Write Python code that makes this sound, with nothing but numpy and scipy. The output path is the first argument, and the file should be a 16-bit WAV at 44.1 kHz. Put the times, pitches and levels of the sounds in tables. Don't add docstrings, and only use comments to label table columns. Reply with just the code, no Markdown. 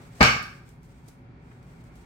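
import sys
import numpy as np
from scipy import signal
from scipy.fft import rfft, irfft
from scipy.io import wavfile

SR = 44100
rng = np.random.default_rng(int(sys.argv[2]) if len(sys.argv) > 2 else 0)


def wav_record(signal):
    frames = np.transpose(np.atleast_2d(signal))
    bounded = np.clip(frames, -1, 1)
    quanta = np.round(bounded * 32767).astype(np.int16)
    wavfile.write(sys.argv[1], SR, quanta)


N = 90404

# (frequency [Hz], density [dB per Hz])
BACKGROUND_COLOUR = [(15, -41), (25, -9), (59, -2), (86, -7.5), (119, -1.5), (144, -1.5), (183, -3.5),
                     (204, -15), (246, -8), (331, -19.5), (359, -17), (523, -24.5), (598, -23.5),
                     (648, -27), (762, -23), (1110, -29.5), (1490, -29.5), (1800, -34.5), (2230, -29.5),
                     (3000, -44.5), (3260, -42), (5730, -51.5), (15500, -79)]
# (time [s], level relative to the rumble's gain [dB])
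HISS_LEVELS = [(0, 8), (.2, 3.5), (0.599, 1.5), (0.848, -0.5), (1.3, 2), (1.55, 3), (2.05, 4)]
# (frequency [Hz], rms level [dB])
HUM_TONES = [(120, -60), (770, -77), (1001, -75.5), (2180, -84.5), (8328, -94)]
BACKGROUND_DB, HISS_ABOVE_HZ = -48.5, 300
RIPPLE_DB, RIPPLE_SPACING_HZ = 3, 23.3

# (centre time [s], level [dB], half length [s])
HAND_STROKES = [(0.033, -59, 0.056), (0.2, -53, 0.081), (0.544, -63.5, 0.089), (0.692, -63, 0.042),
                (0.844, -65, .025), (0.909, -64, 0.024), (0.983, -65, .04), (1.09, -63, 0.048),
                (1.519, -67, 0.085), (1.734, -65, 0.086), (1.812, -68, 0.013), (1.865, -66, 0.027),
                (1.993, -63.5, 0.072)]
# (frequency [Hz], density [dB per Hz])
RUSTLE_COLOUR = [(1000, 8), (3500, 1), (7000, -0.5), (8400, 3), (9600, -7.5), (15500, -8)]
RUSTLE_GRAIN_DB, RUSTLE_GRAIN_S = 1.5, 0.012
# (time [s], level [dB], decay [s])
CARD_TICKS = [(0.155, -59, 0.0041), (0.4268, -43, .005), (0.6637, -66, .004), (0.6898, -53.5, 0.0044),
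              (0.8313, -55.5, 0.0018), (1.0795, -57, 0.0041), (1.0825, -55.5, .006), (1.085, -55, .006),
              (1.1, -64, 0.0065), (1.6287, -58.5, 0.0018), (1.8395, -58.5, 0.0025), (1.9557, -57.5, .004)]
# (frequency [Hz], density [dB per Hz])
TICK_COLOUR = [(300, -13), (1500, -12.5), (4000, -4.5), (8300, -1), (12000, -7), (15500, -11)]
TICK_ROOM_DB = -11.5
# (time [s], level [dB], pitch [Hz], decay [s])
SOFT_TAPS = [(0.6902, -57, 330, .012), (1.079, -49, 340, .014), (1.5135, -51, 1600, .007)]
# (frequency [multiple of the pitch], density [dB per Hz])
TAP_COLOUR = [(.25, -19), (.7, -1), (1, 2), (1.8, -9), (5, -50), (20, -37)]

# (frequency [Hz], density [dB per Hz])
ROOM_COLOUR = [(40, -25), (120, -6.5), (230, -13.5), (350, -10.5), (550, -9), (1000, -11.5), (1400, -5),
               (1900, -9.5), (2600, -4.5), (3300, -16), (5000, -15.5), (6800, -21), (8000, -27),
               (10000, -35), (15500, -41.5)]
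# (frequency [Hz], t60 [s])
ROOM_DECAY = [(80, 0.75), (250, 0.4), (700, .44), (1150, 0.49), (1600, 0.55), (2100, .49), (2900, 0.44),
              (5000, .47), (8000, 0.36), (14000, 0.47)]
ROOM_DB, ROOM_BUILD_S = -13, .008
# (centre [Hz], half width [Hz], gain [dB])
CORNER_COLOUR = [(356, 40, -1), (530, 22, -9.5), (675, 90, 0), (697, 14, -5), (796, 50, 4), (1176, 91, 9.5),
                 (1586, 75, 6), (2020, 70, -6.5), (2250, 130, 7.5), (2900, 120, 3.5), (3010, 30, 4.5),
                 (4020, 60, -3), (4510, 120, 7.5), (4900, 80, -11.5), (5450, 150, 7), (7440, 130, 7.5),
                 (9550, 150, -7), (11485, 250, 2.5)]

# (frequency [Hz], relative level [dB], t60 [s])
OBJECT_RINGS = [(1136, -7, .4), (1190, -3, .45), (1226, -5, .5), (1262, -3, .45), (1530, -7, .55),
                (1596, -4, .55), (2138, 0, .4), (2241, -3, .42), (2318, 0, .4), (2530, -7, .38),
                (2875, -7, .3), (3009, -8, .28), (4505, -12, .42), (5420, -15, .42)]
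RINGS_DB = -23
# (time [s], push on the table [dB])
DECK_LANDINGS = [(0.2077, -2.6), (0.2112, -.2), (0.2160, -.8), (0.2211, -8.1), (0.2276, -22)]
# (crack level [dB], decay [s], dull above [Hz], room level [dB])
AIR_CRACKS = [(-16, .007, 6000, -19.5), (-9.5, .006, 3800, -8.5), (-13, .008, 2000, -9.5),
              (-14.5, .006, 1800, -14.5), (-10.5, .007, 13000, -1)]
# (frequency [Hz], density [dB per Hz])
CRACK_COLOUR = [(200, -22.5), (500, -14.5), (900, 0.5), (1300, -12.5), (1800, 0.5), (2300, -3), (3200, -16),
                (4500, -8), (6500, -18.5), (9000, -23), (15000, -24.5)]
CRACK_RISE_S, CRACK_SPREAD = 0.00018, 0.83
# (frequency [Hz], level relative to the push [dB], t60 [s])
TABLE_MODES = [(66, -19, .327), (72, -18, .418), (84, -23, .29), (131, -17, .489), (175, -14, .055),
               (218, -23, .042), (233, -32, .46), (453, -26, .183), (472, 4, .004), (626, -29, .182),
               (816, -14, .029), (868, -33, .299)]
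PUSH_RISE_S, CLOTH_HZ = .00025, 1800

# (frequency [Hz], correlation [-1..1])
PORT_LIKENESS = [(50, .99), (125, .97), (250, .88), (500, .6), (1000, -.05), (2000, 0), (15000, 0)]
# (frequency [Hz], left over right [dB])
SLAP_BALANCE = [(60, .7), (200, 1.3), (700, .6), (1300, .3), (2400, -.9), (4400, -2.3), (8000, -.2),
                (13000, 1.6)]
PORT_LAG_S = .0003
LOW_CUT_HZ, TOP_HZ = 39, 15850


def undb(db):
    return 10 ** (np.asarray(db) / 20)


def on_log(points, hz):
    p = np.array(points, float)
    return np.interp(np.log(np.maximum(hz, 1)), np.log(p[:, 0]), p[:, 1])


def freqs():
    return np.arange(N // 2 + 1) * SR / N


def since(start):
    return np.maximum(np.arange(N) / SR - start, 0)


def burst(start, rise, decay):
    age = since(start)
    return (1 - np.exp(-age / rise)) * np.exp(-age / decay)


def dull(hz):
    return 1 / np.hypot(1, (freqs() / hz) ** 2)


def noise(colour, dull_hz=None):
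    gain = undb(on_log(colour, freqs()))
    if dull_hz:
        gain = gain * dull(dull_hz)
    like = np.clip(on_log(PORT_LIKENESS, freqs()), -1, 1)
    mid, side = rfft(rng.standard_normal((2, N)))
    mid = mid * np.sqrt(1 + like)
    side = side * np.sqrt(1 - like)
    out = irfft(gain * np.array([mid + side, mid - side]), N)
    return out / out.std()


def ports(x):
    sample = np.arange(N)
    late = np.interp(sample - PORT_LAG_S * SR, sample, x)
    return np.array([x, late])


def mode(start, hz, t60, phase=0):
    envelope = burst(start, PUSH_RISE_S, t60 / np.log(1000))
    return envelope * np.sin(2 * np.pi * hz * since(start) + phase)


def reverberate(colour, hits):
    spectrum = rfft(noise(colour))
    centres = [hz for hz, _ in ROOM_DECAY]
    out = 0
    for share, (_, t60) in zip(np.eye(len(ROOM_DECAY)), ROOM_DECAY):
        band = irfft(spectrum * on_log(list(zip(centres, share)), freqs()), N)
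        decay = t60 / np.log(1000)
        power = sum((undb(db) * burst(start, ROOM_BUILD_S, decay)) ** 2 for start, db in hits)
        out = out + band * np.sqrt(power)
    return out


def background():
    chance = rng.standard_normal(N // 2)
    ripple = np.interp(freqs() / RIPPLE_SPACING_HZ, np.arange(N // 2), chance)
    ripple = ripple * np.minimum(freqs() / 500, 1)
    air = rfft(noise(BACKGROUND_COLOUR)) * undb(RIPPLE_DB * ripple)
    rumble = irfft(air * dull(HISS_ABOVE_HZ), N)
    hiss = irfft(air, N) - rumble
    hiss = hiss * undb(np.interp(since(0), *np.transpose(HISS_LEVELS)))
    hum = sum(undb(db) * np.sqrt(2) * np.sin(2 * np.pi * hz * since(0)) for hz, db in HUM_TONES)
    return undb(BACKGROUND_DB) * (rumble + hiss) + ports(hum)


def hand_rustle():
    t = np.arange(N) / SR
    chance = np.interp(t / RUSTLE_GRAIN_S, np.arange(N), rng.standard_normal(N))
    grain = undb(RUSTLE_GRAIN_DB * chance)
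    strokes = sum(undb(db) * np.exp(-((t - centre) / half) ** 2) for centre, db, half in HAND_STROKES)
    return noise(RUSTLE_COLOUR) * grain * strokes


def card_ticks():
    envelope = sum(undb(db) * burst(start, 0.00017, decay) for start, db, decay in CARD_TICKS)
    tail = reverberate(TICK_COLOUR, [(start, db + TICK_ROOM_DB) for start, db, _ in CARD_TICKS])
    return noise(TICK_COLOUR) * envelope + tail


def soft_taps():
    out = 0
    for start, db, pitch, decay in SOFT_TAPS:
        colour = [(multiple * pitch, density) for multiple, density in TAP_COLOUR]
        out = out + undb(db) * noise(colour) * burst(start, 0.00028, decay)
    return out


def slap_room():
    hits = [(start, room_db) for (start, _), (_, _, _, room_db) in zip(DECK_LANDINGS, AIR_CRACKS)]
    return undb(ROOM_DB) * reverberate(ROOM_COLOUR, hits)


def corner(x):
    db = sum(peak * np.exp(-((freqs() - hz) / width) ** 2) for hz, width, peak in CORNER_COLOUR)
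    return irfft(rfft(x) * undb(db), N)


def object_rings():
    start = DECK_LANDINGS[1][0]
    phases = rng.uniform(0, 2 * np.pi, (len(OBJECT_RINGS), 2, 1))
    rings = sum(undb(db) * mode(start, hz, t60, phase)
                for (hz, db, t60), phase in zip(OBJECT_RINGS, phases))
    return undb(RINGS_DB) * rings


def air_cracks():
    out = 0
    for (start, _), (db, decay, dull_hz, _) in zip(DECK_LANDINGS, AIR_CRACKS):
        direct = ports(noise(CRACK_COLOUR, dull_hz)[0])
        scattered = CRACK_SPREAD * noise(CRACK_COLOUR, dull_hz)
        air = (direct + scattered) / np.hypot(1, CRACK_SPREAD)
        out = out + undb(db) * burst(start, CRACK_RISE_S, decay) * air
    return out


def table_thump():
    knock = 0
    for start, push in DECK_LANDINGS:
        for hz, db, t60 in TABLE_MODES:
            knock = knock - undb(push + db) * mode(start, hz, t60, np.pi / 2)
    return ports(irfft(rfft(knock) * dull(CLOTH_HZ), N))


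def scene():
    handling = hand_rustle() + card_ticks() + soft_taps()
    slap = table_thump() + object_rings() + corner(air_cracks() + slap_room())
    lean_db = on_log(SLAP_BALANCE, freqs()) / 2
    slap = irfft(rfft(slap) * undb([lean_db, -lean_db]), N)
    return background() + handling + slap


def record(dry):
    low_cut = signal.butter(4, LOW_CUT_HZ, "high", fs=SR, output="sos")
    top_cut = signal.ellip(10, .1, 70, TOP_HZ, fs=SR, output="sos")
    thin = signal.sosfilt(low_cut, dry)
    return signal.sosfilt(top_cut, np.clip(thin, -1, 1))


dry = scene()
out = record(dry)
wav_record(out)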